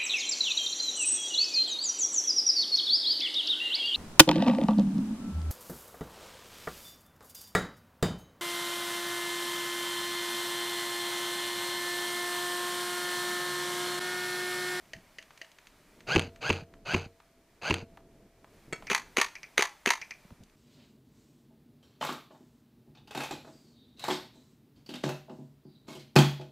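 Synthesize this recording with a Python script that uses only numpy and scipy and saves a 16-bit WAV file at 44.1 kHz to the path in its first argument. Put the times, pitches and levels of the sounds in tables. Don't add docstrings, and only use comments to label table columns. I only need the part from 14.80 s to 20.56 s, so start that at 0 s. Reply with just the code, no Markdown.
import sys
import numpy as np
from scipy import signal
from scipy.fft import rfft, irfft
from scipy.io import wavfile
from scipy.ndimage import uniform_filter1d

SR = 44100
rng = np.random.default_rng(int(sys.argv[2]) if len(sys.argv) > 2 else 0)


def unload_wav(signal):
    wavfile.write(
        sys.argv[1],
        SR,
        np.round(np.clip(np.atleast_2d(signal).T, -1, 1) * 32767).astype(np.int16),
    )


N = 253861
AGE = np.arange(16384) / SR


# start_s, peak_db, rattle_base_db, whine_base_db, jolt_db
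RIFLE_SHOTS = [(1.3604, -10.5, -30.5, -26.5, 13.5), (1.7012, -13, -33, -31.5, 4),
               (2.1437, -14, -33.5, -33.5, 4), (2.9072, -14, -33.5, -34.5, 5.5)]
# pitch_hz, level_db
GEAR_TONE = [(71, -54.5), (120, 0), (280, -13), (420, -4.5), (770, -1.5), (1130, -8), (1530, -4),
             (1830, -12.5), (2590, -0.5), (3500, -16), (4740, -9), (5460, -23.5), (6420, -19.5),
             (7700, -28), (15000, -42)]
# pitch_hz, level_db
PISTON_TONE = [(200, -15), (600, -13), (1000, 2.5), (1600, -14.5), (2300, 3), (2800, 4.5), (3500, -15.5),
               (5000, -17.5), (7000, -21.5), (9000, -42.5), (15000, -49.5)]
# pitch_hz, level_db
THUD_TONE = [(25, -22), (70, -7), (160, 0), (260, -1), (380, 1.5), (520, -9.5), (900, -29.5), (2000, -49.5)]
# pitch_hz, typical_level_db, decay_s
RIFLE_MODES = [(91, -15, 0.3), (153, -15.5, 0.13), (379, -8.5, 0.069), (463, -22, 0.34), (585, -33, .2),
               (4143, -39.5, .3), (4406, -39, .22)]
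# start_s, peak_db
LATCH_SNAPS = [(1.3865, -40), (1.3945, -15), (1.4205, -33), (1.7285, -25.5), (2.1795, -31), (2.9412, -16.5)]
# pitch_hz, level_db
LATCH_TONE = [(400, -22.5), (800, -4), (1800, -2.5), (2600, 2), (3100, 3), (4200, -7), (5400, -15),
              (7000, -13), (8700, -9.5), (11000, -24), (15000, -31.5)]
# pitch_hz, level_db
SCRAPE_TONE = [(4000, -25), (8500, 0.5), (11000, -5.5), (15000, -9)]
# shot_s, crack_peak_db, crack_decay_s, slide_shuts_s, slide_peak_db
PISTOL_SHOTS = [(4.1003, -15.5, 0.082, 4.1480, -9.5), (4.3700, -5.5, 0.0077, 4.4141, -8.5),
                (4.779, -6.5, 0.0094, 4.8233, -9.5), (5.0602, -7, 0.0095, 5.1046, -9)]
# pitch_hz, level_db
CRACK_TONE = [(100, -44.5), (280, -19.5), (440, 1.5), (650, -9.5), (1100, -6), (2050, 2.5), (2700, -8),
              (3400, -5.5), (5000, -16.5), (6500, -12), (7500, -24.5), (10000, -19), (15000, -38.5)]
# pitch_hz, level_db
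GAS_TONE = [(88, -33), (150, -28), (352, -8.5), (500, -9.5), (1020, -6), (1480, -5.5), (1630, -15.5),
            (2500, 3), (3100, -8), (3550, -15), (6600, -16), (7560, -21.5), (12300, -31), (15500, -58)]
# pitch_hz, level_db
STEEL_TONE = [(150, -50.5), (400, -27), (620, -15), (900, 0.5), (1400, -8), (1950, 1.5), (2800, -9.5),
              (4100, -10.5), (6400, -13), (7500, -17.5), (10000, -19.5), (15000, -32)]
# pitch_hz, level_db
PUFF_TONE = [(80, -36), (150, -14.5), (220, -2), (310, -4), (400, 4), (500, -8.5), (620, -16),
             (1000, -33.5)]
# start_s, peak_db
COCK_SNAPS = [(3.9262, -25.5), (3.9308, -20)]
# pitch_hz, level_db
COCK_TONE = [(71, -41.5), (120, -11), (514, -4), (1020, -22), (2200, -5.5), (2480, -18), (3360, -26),
             (3800, -26.5), (4460, -25.5), (5040, -50), (6290, -27.5), (8690, -24), (15000, -51)]
# pitch_hz, typical_level_db, decay_s
COCK_MODES = [(443, -21.5, 0.095), (1306, -16.5, 0.047), (1490, -23, 0.065), (2260, -13, 0.1),
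              (2685, -21, 0.082), (3310, -20, 0.056), (4405, -18.5, 0.048), (5400, -32.5, .14),
              (6540, -44, .2), (7540, -21.5, .05)]
# start_s, peak_db
PELLET_HITS = [(4.0697, -32), (4.554, -33), (4.6316, -32.5), (5.215, -30.5), (5.3081, -31)]
# pitch_hz, level_db
BOARD_TONE = [(500, -18), (1500, -12), (2000, 5.5), (2700, -4.5), (3800, -16.5), (5500, -1.5),
              (7000, -21.5), (14000, -32.5)]
# pitch_hz, level_db
BOARD_RING = [(1200, -12.5), (2000, 0), (2400, 12), (2900, -17), (4000, -45)]
# start_s, peak_db
HANDLING_CLICKS = [(0.134, -30), (0.385, -32), (0.615, -31.5)]
# pitch_hz, level_db
CLICK_TONE = [(200, -19.5), (450, -7), (640, -8), (900, -20.5), (1400, -15.5), (1900, 7.5), (2400, -7.5),
              (2900, 3), (3500, -17), (4700, -7), (7000, -19.5), (14000, -35)]
# pitch_hz, typical_level_db, decay_s
CLICK_MODES = [(655, -25, 0.17)]
# start_s, base_level_db, pitch_hz
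CLEAR_TICKS = [(0.426, -42, 2350), (0.507, -41, 1230), (0.576, -41, 2300), (0.647, -42.5, 1927),
               (0.717, -41.5, 2830), (0.786, -40, 1900), (0.87, -38.5, 2320), (1.206, -40, 1880),
               (1.56, -45, 1930), (1.939, -42, 1264), (2.402, -47, 1090), (3.173, -42, 821),
               (3.645, -40.5, 821), (4.024, -36.5, 810), (5.505, -45.5, 937), (5.636, -44, 4190)]
# start_s, peak_db, decay_s
CLOTH_BUMPS = [(.14, -47, 0.37), (3.879, -43.5, 0.045), (5.449, -46, .024), (5.509, -42.5, 0.076),
               (5.523, -45.5, 0.04), (5.603, -44.5, 0.069), (5.619, -47, 0.091)]
# pitch_hz, level_db
BUMP_TONE = [(30, 0.5), (100, 5.5), (200, 7), (400, -9.5), (800, -15), (2000, -51.5)]
# delay_s, base_level_db, smear_decay_s
WALLS = [(.0042, -10.5, .015), (.012, -9, 0.053), (0.0294, -10, 0.022), (.047, -18.5, .04),
         (.068, -26, .03)]
# pitch_hz, level_db
FIELD_TONE = [(100, -20), (500, -1.5), (900, 3), (2000, 0), (6500, 0), (9000, -1.5), (15000, 0.5)]
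# pitch_hz, level_db
BREEZE_TONE = [(13, -24), (22, 1), (102, -7), (140, -3.5), (274, -5), (443, -7.5), (536, -15), (610, -14.5),
               (1000, -25), (1300, -61.5), (2200, -120)]
# time_s, base_level_db
GUSTS = [(0, -65), (.7, -72), (1.35, -58.5), (2.1, -60.5), (2.4, -72.5), (3.1, -61), (3.65, -61.5),
         (4.05, -57), (4.65, -68.5), (5.76, -68)]
# pitch_hz, level_db
HISS_TONE = [(350, -24.5), (600, 0.5), (855, -5.5), (927, -1.5), (993, -4), (1450, -5.5), (2400, -5.5),
             (2640, -9.5), (4430, -12), (14700, -19.5), (15500, -21)]
# time_s, base_level_db
HISS_LEVEL = [(0, -62.5), (1.25, -63.5), (1.6, -68), (3.55, -70.5), (3.85, -63.5), (5.3, -61), (5.76, -69)]
# pitch_hz, level_db
PORT_TONE = [(3000, 0.5), (3600, -0.5), (4600, 1.5), (5400, -5.5), (6100, 5), (6700, 4), (7500, -2.5),
             (9500, -0.5), (11000, -3.5), (13000, -1)]
# pitch_hz, level_db
SPREAD_TONE = [(60, -0.5), (200, 13), (500, 11), (1200, -5.5), (5000, -5), (14000, 5.5)]
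# pitch_hz, level_db
SIDE_NOISE_TONE = [(24, -65.5), (40, -30.5), (82, -22), (173, -6), (514, 2.5), (2220, -5), (5990, -2),
                   (15000, -4.5)]

WIND_UP_S, SPIN_UP_S, TOP_MESH_HZ = .094, .027, 1747
COAST_S, COAST_SHAPE, COAST_DB_PER_S = 0.15, 1.5, -102.5
RATTLE_POWER, WHINE_POWER, UNLOAD_S, UNLOADED_DB = 1.06, 4, 0.0091, -17.5
SCRAPE_DB, SCRAPE_POWER = -26.5, 4
REST_CLICK_S, REST_CLICK_DB, REST_KNOCK_S, REST_KNOCK_DB = .105, -42, .118, -37
SPRING_HZ = 668
STRAY_DB, STRAY_HZ = -56, 2204
TOP_HZ = 15300


def rifle(release_s=.0075, release_db=-10, rebound_s=.003, rebound_db=-2, thud_db=-5, shudder_db=-12,
          spring_db=-47, spring_t60=2.9):
    out, muted = np.zeros(N), np.zeros(N)
    modes = list(RIFLE_MODES) + [(SPRING_HZ, spring_db, spring_t60)]
    for s, db, rattle_db, whine_db, jolt_db in RIFLE_SHOTS:
        add(out, s - WIND_UP_S, gearbox(rattle_db, whine_db))
        release = strike(LATCH_TONE, .008, 0.39) + strike(THUD_TONE, 0.027, .5)
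        add(out, s - release_s, undb(db + release_db) * release)
        add(out, s, undb(db) * strike(PISTON_TONE, 0.011, .4))
        rebound = s + rebound_s
        add(out, rebound, undb(db + rebound_db) * strike(PISTON_TONE, 0.015, .4))
        add(out, rebound, undb(db + thud_db) * strike(THUD_TONE, .05, 0.55))
        add(out, rebound, undb(db + shudder_db) * strike(THUD_TONE, 0.24, 0))
        add(out, rebound, undb(db) * ring(modes, 2))
        add(out, s + REST_CLICK_S, undb(REST_CLICK_DB) * strike(GEAR_TONE, 0.063, .2))
        add(out, s + REST_KNOCK_S, undb(REST_KNOCK_DB) * strike(BUMP_TONE, .045, .15))
        add(muted, s, choke(undb(jolt_db)))
    return out * (1 - muted) + blows(LATCH_SNAPS, LATCH_TONE, t60=0.01, snap=.3)


def gearbox(rattle_db, whine_db, rough=0.31, overtone_db=-4, shaft_db=-16, wobble=0.018, uneven_db=2.2,
            rattle_top_db=-1, whine_top_db=5.0, unload_ramp_s=0.016):
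    t = np.arange(-WIND_UP_S, COAST_S, 1 / SR)
    speed = motor(t)
    coast_db = COAST_DB_PER_S * np.maximum(t, 0)
    unloaded = np.clip((t + UNLOAD_S) / unload_ramp_s + .5, 0, 1)
    rattle_gain = speed ** RATTLE_POWER * undb(rattle_db + rattle_top_db + coast_db)
    whine_gain = speed ** WHINE_POWER * undb(whine_db + whine_top_db + coast_db + UNLOADED_DB * unloaded)
    scrape_gain = speed ** SCRAPE_POWER * undb(rattle_db + SCRAPE_DB + coast_db)

    mesh_hz = TOP_MESH_HZ * speed * (1 + wobble * walk(300)[:len(t)])
    tooth = 2 * np.pi * np.cumsum(mesh_hz) / SR
    shaft = np.sin(tooth / 10)
    contact = (1 + rough * shaft) * (1 + rough * np.sin(tooth))
    contact *= undb(uneven_db * (walk(700)[:len(t)] - .5))

    clatter = colour(contact * rng.standard_normal(N)[:len(t)], GEAR_TONE) + undb(shaft_db) * shaft
    overtones = sum(undb(overtone_db * np.log2(k)) * np.sin(k * tooth) for k in range(1, 5))
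    whine = colour((1 + rough * shaft) * overtones, GEAR_TONE)
    whine /= whine.std() * np.sqrt(2)
    scrape = colour(contact * rng.standard_normal(N)[:len(t)], SCRAPE_TONE)
    return scrape_gain * scrape + rattle_gain * clatter + whine_gain * whine


def motor(t):
    spin_up = 1 - np.exp(-np.maximum(t + WIND_UP_S, 0) / SPIN_UP_S)
    return spin_up * (1 - np.clip(t / COAST_S, 0, 1) ** COAST_SHAPE)


def choke(depth, swing_hz=62, delay_s=.0148, t60=0.26):
    t = AGE - delay_s
    started = t > -.5 / swing_hz
    swing = depth * np.maximum(np.cos(2 * np.pi * swing_hz * t), 0) ** 2 * fade(t, t60) * started
    return 1 - 1 / (1 + swing ** 4)


def pistol(hammer_s=.006, hammer_db=-22, swell_s=0.0031, puff_s=.0115, puff_db=-19, stop_s=.0155, stop_db=-16,
           gas_db=-20, gas_t60=0.077, feed_s=.03, feed_db=-21, lock_s=.005, lock_db=-8):
    out = np.zeros(N)
    for s, db, t60, shut_s, shut_db in PISTOL_SHOTS:
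        shot = np.zeros(N)
        hammer = strike(STEEL_TONE, 0.11, 0) * np.minimum(AGE / swell_s, 1) ** 2
        add(shot, s - hammer_s, undb(db + hammer_db) * hammer)
        add(shot, s, undb(db) * strike(CRACK_TONE, t60, 0.59))
        puff = undb(puff_db) * strike(PUFF_TONE, 0.034, 0.9)
        gas = undb(gas_db) * strike(GAS_TONE, gas_t60, 0.12)
        add(shot, s + puff_s, puff + gas)
        add(shot, s + stop_s, undb(stop_db) * strike(GAS_TONE, 0.019, 0.44))
        add(shot, s + feed_s, undb(feed_db) * strike(STEEL_TONE, 0.014, 0.47))
        add(shot, shut_s, undb(shut_db) * strike(STEEL_TONE, 0.018, 0.29))
        add(shot, shut_s + lock_s, undb(shut_db + lock_db) * strike(STEEL_TONE, 0.0081, 0.26))
        out += shot + field(shot, walls_db=-2, tail_db=-17.5, t60=0.36)
    return out


def pellets(ring_s=0.0076, ring_db=-4):
    note = blows(np.array(PELLET_HITS) + [ring_s, ring_db], BOARD_RING, t60=0.041, snap=0)
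    return blows(PELLET_HITS, BOARD_TONE, t60=0.027, snap=0.35) + note


def handling():
    out = blows(HANDLING_CLICKS, CLICK_TONE, t60=0.027, snap=0.36)
    out += blows(COCK_SNAPS, COCK_TONE, t60=0.018, snap=0.27)
    for events, modes in ((HANDLING_CLICKS, CLICK_MODES), (COCK_SNAPS, COCK_MODES)):
        for s, db in events:
            add(out, s, undb(db) * ring(modes, .5))
    return out


def ticks(t60=0.022, below_db=-18, above_db=-17, trim_db=-0.5):
    out = np.zeros(N)
    for s, db, hz in list(CLEAR_TICKS) + stray_ticks():
        spectrum = [(hz / 4, below_db), (hz, 0), (hz * 4, above_db), (hz * 8, 2 * above_db)]
        add(out, s, undb(db + trim_db) * strike(spectrum, t60, 0.53))
    return out


def stray_ticks(count=8, scatter_db=3.0, scatter_octaves=.6):
    times = rng.uniform(0, N / SR, count)
    chance = rng.standard_normal((count, 2))
    return [(s, STRAY_DB + scatter_db * a, STRAY_HZ * 2 ** (scatter_octaves * b))
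            for s, (a, b) in zip(times, chance)]


def clothing():
    out = np.zeros(N)
    for s, db, t60 in CLOTH_BUMPS:
        add(out, s, undb(db) * strike(BUMP_TONE, t60, 0.15))
    return out


def field(x, walls_db, tail_db, t60):
    t = np.arange(SR) / SR
    response = undb(tail_db) * burst(t60, t) * (1 - fade(t, 0.089))
    for delay, db, smear in WALLS:
        add(response, delay, undb(db + walls_db) * burst(smear))
    return signal.fftconvolve(x, colour(response, FIELD_TONE))[:N]


def air(breeze_db=1, hiss_db=-1, gust_db=2, flicker_db=1):
    t = np.arange(N) / SR
    breeze_level = np.interp(t, *np.transpose(GUSTS)) + breeze_db + gust_db * walk(18)
    breeze = colour(rng.standard_normal(N), BREEZE_TONE) * undb(breeze_level)
    hiss_level = np.interp(t, *np.transpose(HISS_LEVEL)) + hiss_db + flicker_db * walk(10)
    hiss = colour(rng.standard_normal(N), HISS_TONE) * undb(hiss_level)
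    return breeze + hiss


def undb(db):
    return 10 ** (np.asarray(db) / 20)


def add(track, s, sound):
    start = max(int(s * SR), 0)
    part = sound[:max(len(track) - start, 0)]
    track[start:start + len(part)] += part


def colour(x, spectrum, size=2048):
    hz, db = np.transpose(spectrum)
    grid = np.log(np.maximum(np.arange(size // 2 + 1) * SR / size, 1))
    cepstrum = irfft(np.log(undb(np.interp(grid, np.log(hz), db))))
    cepstrum[1:size // 2] *= 2
    cepstrum[size // 2 + 1:] = 0
    response = irfft(np.exp(rfft(cepstrum)))
    return signal.fftconvolve(x, response / np.linalg.norm(response))[:len(x)]


def fade(t, t60):
    return np.exp(-np.log(1000) * t / t60)


def burst(t60, t=AGE, snap=0):
    x = rng.standard_normal(len(t)) * fade(t, t60)
    x /= np.linalg.norm(x)
    x[0] -= snap
    spectrum = rfft(x)
    bins = max(int(5 * t[-1] / t60), 1)
    smooth_power = uniform_filter1d(np.abs(spectrum) ** 2, bins)
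    x = irfft(spectrum / np.sqrt(smooth_power), len(t))
    x *= np.exp(-(t / t60) ** 2)
    return x / np.linalg.norm(x)


def strike(spectrum, t60, snap):
    x = colour(burst(t60, snap=snap), spectrum)
    return x / np.abs(x).max()


def blows(events, spectrum, t60, snap):
    out = np.zeros(N)
    for s, db in events:
        add(out, s, undb(db) * strike(spectrum, t60, snap))
    return out


def ring(modes, length):
    t = np.arange(int(length * SR)) / SR
    return sum(undb(db + rng.normal()) * fade(t, t60) * np.sin(2 * np.pi * hz * t) for hz, db, t60 in modes)


def walk(rate):
    k = int(SR / rate)
    steps = np.repeat(rng.standard_normal(N // k + 1), k)
    return uniform_filter1d(steps, k)[:N]


def scene():
    own = rifle()
    small = pellets() + ticks() + handling()
    mix = pistol() + own + field(own, walls_db=-22.5, tail_db=-38.0, t60=0.46)
    mix += small + field(small, walls_db=-6.0, tail_db=-18.0, t60=0.69)
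    mid = colour(mix, PORT_TONE) + air() + clothing()
    smeared = signal.fftconvolve(mid, burst(.004))[:N]
    side = undb(-44) * colour(smeared, SPREAD_TONE)
    side += undb(-77.5) * colour(rng.standard_normal(N), SIDE_NOISE_TONE)
    return np.array([mid + side, mid - side])


def record(dry):
    ceiling = .5
    rounded = ceiling * np.tanh(dry / ceiling)
    return signal.sosfilt(signal.ellip(8, .2, 70, TOP_HZ, fs=SR, output="sos"), rounded)


dry = scene()
out = record(dry)
unload_wav(out)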